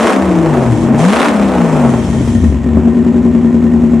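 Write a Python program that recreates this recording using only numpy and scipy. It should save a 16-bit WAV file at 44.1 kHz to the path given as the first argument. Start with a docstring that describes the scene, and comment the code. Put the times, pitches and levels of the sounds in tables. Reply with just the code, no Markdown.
"""A throttle blip roars from a cross-plane V8, close to the tailpipe in a concrete garage. A second blip
follows, then the engine sinks to a lumpy idle. Unequal cylinders ring the exhaust and low orders of the engine
cycle drone. Gas roars and crackles after each firing, most of all on throttle. Behind it, valves tick and
intake air hisses until the idle catches. A small recorder rounds the peaks."""
import sys
import numpy as np
from scipy import signal
from scipy.fft import rfft, irfft
from scipy.io import wavfile
from scipy.ndimage import uniform_filter1d

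SR = 44100
rng = np.random.default_rng(int(sys.argv[2]) if len(sys.argv) > 2 else 0)


def unload_audio(sound):
    """Save the sound as a 16-bit wav file, at the path given as the first command line argument."""
    columns = np.transpose(np.atleast_2d(sound))
    # keep every value between -1 and 1, then stretch to whole-number steps
    steps = np.round(np.clip(columns, -1, 1) * 32767)
    wavfile.write(sys.argv[1], SR, steps.astype(np.int16))


N = 176400
TIME = np.arange(N) / SR
FFT_SIZE = 2 * N
FREQ = np.arange(N + 1) * SR / FFT_SIZE + 1e-6
HIGHPASS_200_HZ = (1j * FREQ / (1j * FREQ + 200)) ** 2


def undb(db):
    """Decibels to gain."""
    return 10 ** (np.asarray(db) / 20)


def curve(table, column=1):
    """One table column, linear in time."""
    rows = np.array(table, float)
    return np.interp(TIME, rows[:, 0], rows[:, column])


def gains(points):
    """(Hz, dB) points as a gain at every frequency."""
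    hz, db = np.array(points, float).T
    return undb(np.interp(np.log(FREQ), np.log(hz), db))


def colour(points):
    """Minimum-phase response with the given gains."""
    cepstrum = irfft(np.log(gains(points)))
    return np.exp(rfft(np.r_[cepstrum[0], 2 * cepstrum[1:N]], FFT_SIZE))


def resonances(rows):
    """Response of parallel band-pass resonators."""
    return sum(undb(db) / (1 + 1j * (FREQ ** 2 - hz ** 2) / (FREQ * width)) for hz, width, db in rows)


def through(x, response):
    """Filter by a frequency response."""
    return irfft(rfft(x, FFT_SIZE) * response)[..., :N]


def unit(x):
    """Hold the running rms at 1."""
    power = uniform_filter1d(uniform_filter1d(x * x, SR // 5), SR // 10)
    return x / np.sqrt(power + 1e-12)


def band(x, hz, stage_width_hz, stages=2):
    """Equal resonators in series, output at unit rms."""
    return unit(through(x, resonances([(hz, stage_width_hz, 0)]) ** stages))


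def wander(rate_hz):
    """Smooth noise with a spread of 1."""
    x = through(rng.standard_normal(N), 1 / (1 + (FREQ / rate_hz) ** 4))
    return x / x.std()


# Engine speed, eight firings a cycle (time [s], speed [four-stroke cycles/s])
SPEED_HZ = [(0.0, 26.25), (0.13, 34.0), (0.25, 31.75), (0.5, 25.75), (0.62, 21.88), (0.75, 19.12),
            (0.9, 16.25), (1.0, 18.75), (1.1, 24.75), (1.2, 33.25), (1.28, 36.75), (1.5, 32.12),
            (1.75, 25.38), (2.0, 20.0), (2.2, 15.88), (2.5, 9.12), (2.6, 8.12), (2.75, 9.5), (2.9, 10.3),
            (3.1, 10.65), (3.4, 10.29), (4.0, 10.24)]
def crankshaft(cycle_start_s=3.42):
    """Phase in engine cycles, zero at cycle_start_s."""
    cycle = np.cumsum(curve(SPEED_HZ)) / SR
    return cycle - np.interp(cycle_start_s, TIME, cycle)


# Cylinders in firing order (strength [dB], lateness at the tailpipe [firing intervals])
CYLINDERS = [(-2, .13), (.3, -.15), (4.9, .2), (-1.5, .03), (.1, .02), (-4.5, .15), (-8.6, .2), (-.8, .14)]
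# Uneven combustion, scaled per layer (time [s], base spread [dB])
SCATTER_DB = [(0, 3), (.6, 3.5), (1.05, 2), (1.5, 3.5), (2.3, 2.5), (2.8, .8), (4, .7)]
def firings(cycle, scatter_scale, jitter_intervals):
    """One pulse per firing; each cylinder has its own strength and lateness."""
    firing = np.arange(8 * int(cycle[0] - 1), 8 * int(cycle[-1] + 1))
    db, late = np.array(CYLINDERS)[firing % 8].T
    timing_draw, strength_draw = rng.standard_normal((len(firing), 2)).T
    position = np.interp((firing + late + jitter_intervals * timing_draw) / 8, cycle, np.arange(N))
    sample = position.astype(int)
    fraction = position - sample
    db = db + scatter_scale * curve(SCATTER_DB)[sample] * np.clip(strength_draw, -2, 2)
    size = undb(db) * (sample > 0) * (sample < N - 1)
    pulses = np.bincount(sample, size * (1 - fraction), N + 1)
    pulses += np.bincount(sample + 1, size * fraction, N + 1)
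    return pulses[:N]


def puffs(pulses, decay_s, steady):
    """Turbulence that bursts at each pulse and decays, over a steady flow."""
    bursts = unit(signal.lfilter([1], [1, -np.exp(-1 / (decay_s * SR))], pulses))
    return unit((bursts + steady) * rng.standard_normal(N))


def garage(x, wet_db, low_t60_s=.41, treble_t60_s=.14):
    """Direct sound plus the concrete's tail, different at each ear."""
    noise = rng.standard_normal((2, N))
    low = through(noise, 1 / (1 + (FREQ / 2500) ** 2))
    tail = low * undb(-60 * TIME / low_t60_s) + (noise - low) * undb(-60 * TIME / treble_t60_s)
    tail *= TIME > .004
    tail /= np.sqrt((tail ** 2).sum(1, keepdims=True))
    return x + undb(wet_db) * through(x, rfft(tail, FFT_SIZE))


# Tick spectrum (frequency [Hz], gain [dB])
VALVE_SPECTRUM = [(400, -13), (1000, -4), (1400, -1), (2200, -3.5), (3200, -10), (4800, -19.5),
                  (7400, -13.5), (9500, -26), (11000, -41), (13000, -67.5)]
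# Metal modes (frequency [Hz], width [Hz], gain [dB])
VALVE_MODES = [(1024, 50, 11), (1836, 33, 10), (7400, 55, -12)]
def valve_gear(pulses, level_db=-36.5):
    """Valves tick and ring the metal around them."""
    ticks = through(puffs(pulses, decay_s=.0071, steady=1), colour(VALVE_SPECTRUM))
    metal = through(puffs(pulses, decay_s=.0036, steady=1), resonances(VALVE_MODES))
    return unit(ticks + metal) * undb(level_db)


# Hiss envelope (time [s], level [dB])
HISS_DB = [(0, -32.5), (.2, -43.5), (.45, -46), (.55, -43), (.85, -40), (.9, -56), (.96, -46), (.99, -32.5),
           (1.3, -44), (1.55, -43.5), (1.7, -40.5), (2.3, -40), (2.52, -45), (2.55, -59), (4, -58)]
# Hiss spectrum (frequency [Hz], gain [dB])
HISS_SPECTRUM = [(1000, -22), (2000, 2), (3400, 3.5), (4600, -2), (5800, 0.5), (7500, 3), (9500, -1),
                 (11500, -15), (14000, -76)]
# Intake whistles (frequency [Hz], width [Hz], gain [dB])
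WHISTLE_MODES = [(3160, 60, 6.5), (3360, 90, -21), (5240, 150, -3.5), (5930, 200, -2.5), (7640, 63, -5),
                 (7200, 27, 10)]
def intake_hiss(pulses):
    """Air drawn past the closed throttle hisses and whistles."""
    air = puffs(pulses, decay_s=.002, steady=2)
    hiss = through(air, colour(HISS_SPECTRUM) + resonances(WHISTLE_MODES))
    return unit(hiss) * undb(curve(HISS_DB))


# Rumble envelope (time [s], level [dB])
RUMBLE_DB = [(0, -27), (.15, -51), (.23, -23), (.38, -27.5), (.85, -23.5), (1.05, -34.5), (1.35, -35.5),
             (1.47, -23), (1.7, -32.5), (2.1, -19), (2.4, -18), (2.9, -26.5), (4, -22)]
def floor_rumble():
    """Gas rumbles under the floor pan."""
    return band(rng.standard_normal(N), hz=73.4, stage_width_hz=51, stages=3) * undb(curve(RUMBLE_DB))


def pressure_fronts(pulses, full_speed_hz=18.2):
    """Pulses steepen into sharp fronts as the engine speeds up."""
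    steepness = np.minimum(curve(SPEED_HZ) / full_speed_hz, 1) ** 2
    return unit(through(pulses, HIGHPASS_200_HZ)) * steepness


# Rasp envelope (time [s], level [dB])
RASP_DB = [(0, -20), (.07, -12), (.14, -17.5), (.18, -28), (.55, -31.5), (.97, -43.5), (1.01, -19),
           (1.1, -17.5), (1.22, -12), (1.28, -15.5), (1.31, -22.5), (1.6, -27.5), (2, -48), (2.6, -61),
           (4, -67)]
# Rasp spectrum (frequency [Hz], gain [dB])
RASP_SPECTRUM = [(80, -51.5), (250, 15.5), (600, -26.5), (1000, 7.5), (1500, -1), (2500, -7.5), (3500, -12),
                 (4500, -17.5), (7000, -21), (9500, -22), (12000, -34), (14000, -53)]
def throttle_rasp(pulses):
    """Sharp fronts and short puffs crackle under open throttle."""
    crackle = .6 * pressure_fronts(pulses) + puffs(pulses, decay_s=.0016, steady=.2)
    return unit(through(crackle, colour(RASP_SPECTRUM))) * undb(curve(RASP_DB))


# Roar envelope (time [s], level [dB])
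ROAR_DB = [(0, -11.5), (.07, -12), (.14, -13.5), (.2, -16), (.4, -18.5), (.57, -15), (.8, -24),
           (.92, -16.5), (.97, -17.5), (1.02, -14.5), (1.08, -17), (1.22, -12.5), (1.33, -16.5),
           (1.47, -18), (1.56, -15.5), (1.68, -17), (1.84, -15), (1.96, -20), (2.08, -25.5), (2.22, -26),
           (2.55, -36.5), (2.78, -25.5), (2.95, -29), (4, -30)]
# Roar spectrum (frequency [Hz], gain [dB])
ROAR_SPECTRUM = [(60, -64.5), (150, -10.5), (300, -0.5), (450, 3), (650, 2), (900, -2.5), (1200, -8.5),
                 (1700, -16), (2600, -21.5), (4200, -46), (9000, -44.5), (14000, -82.5)]
# Tailpipe tip modes (frequency [Hz], width [Hz], gain [dB])
TIP_MODES = [(504.5, 10, 4.5), (655, 33, -1.5), (1418, 86, -18.5)]
def gas_roar(pulses):
    """Each firing leaves the pipe as a turbulent puff and rings the tip."""
    flow = .63 * pressure_fronts(pulses) + puffs(pulses, decay_s=.0086, steady=3.6)
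    roar = through(flow, colour(ROAR_SPECTRUM))
    tip = through(puffs(pulses, decay_s=.0046, steady=1), resonances(TIP_MODES) * HIGHPASS_200_HZ)
    return unit(roar + tip) * undb(curve(ROAR_DB))


# Orders of the engine cycle (time [s], order 6 [dB], order 8 [dB], order 10 [dB])
DRONE_DB = [(0, -44, -14.5, -50), (.1, -25, -22.5, -45), (.2, -15, -10.5, -30), (.3, -14, -56, -12.5),
            (.5, -14, -47, -42), (.6, -18.5, -46, -14.5), (.72, -10.5, -20, -29), (.85, -31, -18.5, -17),
            (1, -18, -13, -39), (1.08, -49, -7, -37), (1.2, -37, -29, -51), (1.28, -17, -11, -33),
            (1.35, -13, -34, -36), (1.5, -13.5, -41, -27.5), (1.75, -13.5, -42, -24), (1.95, -16, -34, -29),
            (2.08, -29, -21.5, -17), (2.2, -21, -15, -23), (2.3, -41, -18.5, -20), (2.51, -35, -8, -30),
            (2.56, -38, -23.5, -30), (2.75, -44, -9.5, -45), (2.9, -65, -23.5, -28.5), (4, -49, -27, -35)]
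# Second harmonic of the firing rate (time [s], level [dB])
ORDER_16_DB = [(0, -51), (.6, -39), (.76, -13.5), (.9, -34), (1.08, -37), (1.3, -33.5), (2.1, -27),
               (2.6, -23.5), (2.9, -26), (4, -21)]
def crank_drone(cycle):
    """Wavering tones locked to the crank: order 8 of the engine cycle leads on throttle, order 6 on overrun."""
    levels_db = {6: curve(DRONE_DB, 1), 8: curve(DRONE_DB, 2), 10: curve(DRONE_DB, 3),
                 16: curve(ORDER_16_DB)}
    drone = np.zeros(N)
    for order, db in levels_db.items():
        waver_db = .5 * curve(SCATTER_DB) * wander(rate_hz=15)
        drone += np.sqrt(2) * np.sin(2 * np.pi * order * cycle) * undb(db + waver_db)
    return drone


# Exhaust modes (frequency [Hz], width [Hz], gain [dB])
PIPE_MODES = [(179.3, 5.7, -14.5), (197.4, 5.7, -21.5), (234.5, 13, 2.5), (244.7, 4.7, -22.5),
              (293.3, 5.3, -31), (491, 11, -25), (545, 11, -25.5), (602, 8.3, -22)]
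# Boom of those modes, lurching as the engine runs down (time [s], level [dB])
BOOM_DB = [(0, -42), (.2, -32), (.5, -19), (.62, -15), (.85, -15), (.94, -1.5), (1.03, -22.5), (1.2, -20.5),
           (1.45, -14.5), (1.6, -16.5), (1.9, -9.5), (2.08, -19), (2.18, -11.5), (2.22, -6), (2.27, -21.5),
           (2.33, -7.5), (2.39, -13), (2.46, -8.5), (2.55, -15), (2.7, -13.5), (2.77, -6.5), (2.9, -9),
           (4, -8)]
# Hollow ring right behind the tailpipe (time [s], level [dB])
HOLLOW_DB = [(0, -18.5), (.2, -27), (.3, -12), (.5, -13), (.65, -37), (.8, -14.5), (1, -34), (2, -29.5),
             (2.6, -38), (4, -43)]
# Third exhaust resonance, sustained at idle (time [s], level [dB])
THIRD_RING_DB = [(0, -32), (.5, -27), (.58, -15.5), (.7, -25), (1.2, -45), (1.7, -30.5), (1.83, -24),
                 (2.1, -30.5), (2.55, -32.5), (2.77, -20.5), (4, -23)]
def exhaust_ring(pulses, blowdown_hz=650):
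    """Pressure pulses ring the pipe; valves take time to open, so the pulses lack treble."""
    s = 1j * FREQ / blowdown_hz
    blowdown = through(pulses, 1 / (1 + np.sqrt(2) * s + s ** 2) ** 2)
    boom = unit(through(blowdown, resonances(PIPE_MODES))) * undb(curve(BOOM_DB))
    hollow = band(blowdown, hz=326.6, stage_width_hz=21) * undb(curve(HOLLOW_DB))
    third = band(blowdown, hz=365, stage_width_hz=19.7) * undb(curve(THIRD_RING_DB))
    return boom + hollow + third


def idle_throb(cycle, sag_db=-7.5, width_cycles=.05, gone_speed_hz=25.3):
    """At low speed, weak cylinders let the exhaust gain sag once a cycle."""
    dip = np.exp(-((cycle - np.round(cycle)) / width_cycles) ** 2)
    slowness = np.clip(2 * (1 - curve(SPEED_HZ) / gone_speed_hz), 0, 1)
    return undb(sag_db * dip * slowness)


# Stereo balance (frequency [Hz], left over right [dB])
BALANCE_DB = [(60, 3.5), (250, 3.1), (500, 2.1), (1000, -0.1), (4000, -0.2), (8000, 3), (12000, 3)]
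def scene():
    """One crankshaft times exhaust, gas and engine bay; the car is slightly left."""
    cycle = crankshaft()
    pipe_pulses = firings(cycle, scatter_scale=1, jitter_intervals=.004)
    tones = (exhaust_ring(pipe_pulses) + crank_drone(cycle)) * idle_throb(cycle)
    exhaust = garage(tones + floor_rumble(), wet_db=-23)

    gas_pulses = firings(cycle, scatter_scale=.8, jitter_intervals=.02)
    roar, rasp = gas_roar(gas_pulses), throttle_rasp(gas_pulses)
    gas = garage(roar, wet_db=-13) + garage(rasp, wet_db=-8.5)

    bay_pulses = firings(cycle, scatter_scale=1.3, jitter_intervals=.16)
    hiss, valves = intake_hiss(bay_pulses), valve_gear(bay_pulses)
    engine_bay = garage(hiss, wet_db=2) + garage(valves, wet_db=-12.5)

    left_gain = np.sqrt(gains(BALANCE_DB))
    return through(exhaust + gas + engine_bay, np.array([left_gain, 1 / left_gain]))


def record(dry):
    """The recorder drops the deepest bass, rounds the highest peaks and cuts the top."""
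    low_cut_hz, high_cut_hz = 42, 14200
    trimmed = through(dry, 1 / np.sqrt(1 + (low_cut_hz / FREQ) ** 6))
    rounded = trimmed / (1 + np.abs(trimmed) ** 16) ** (1 / 16)
    return signal.sosfilt(signal.ellip(8, .2, 70, high_cut_hz, fs=SR, output="sos"), rounded)


dry = scene()
out = record(dry)
unload_audio(out)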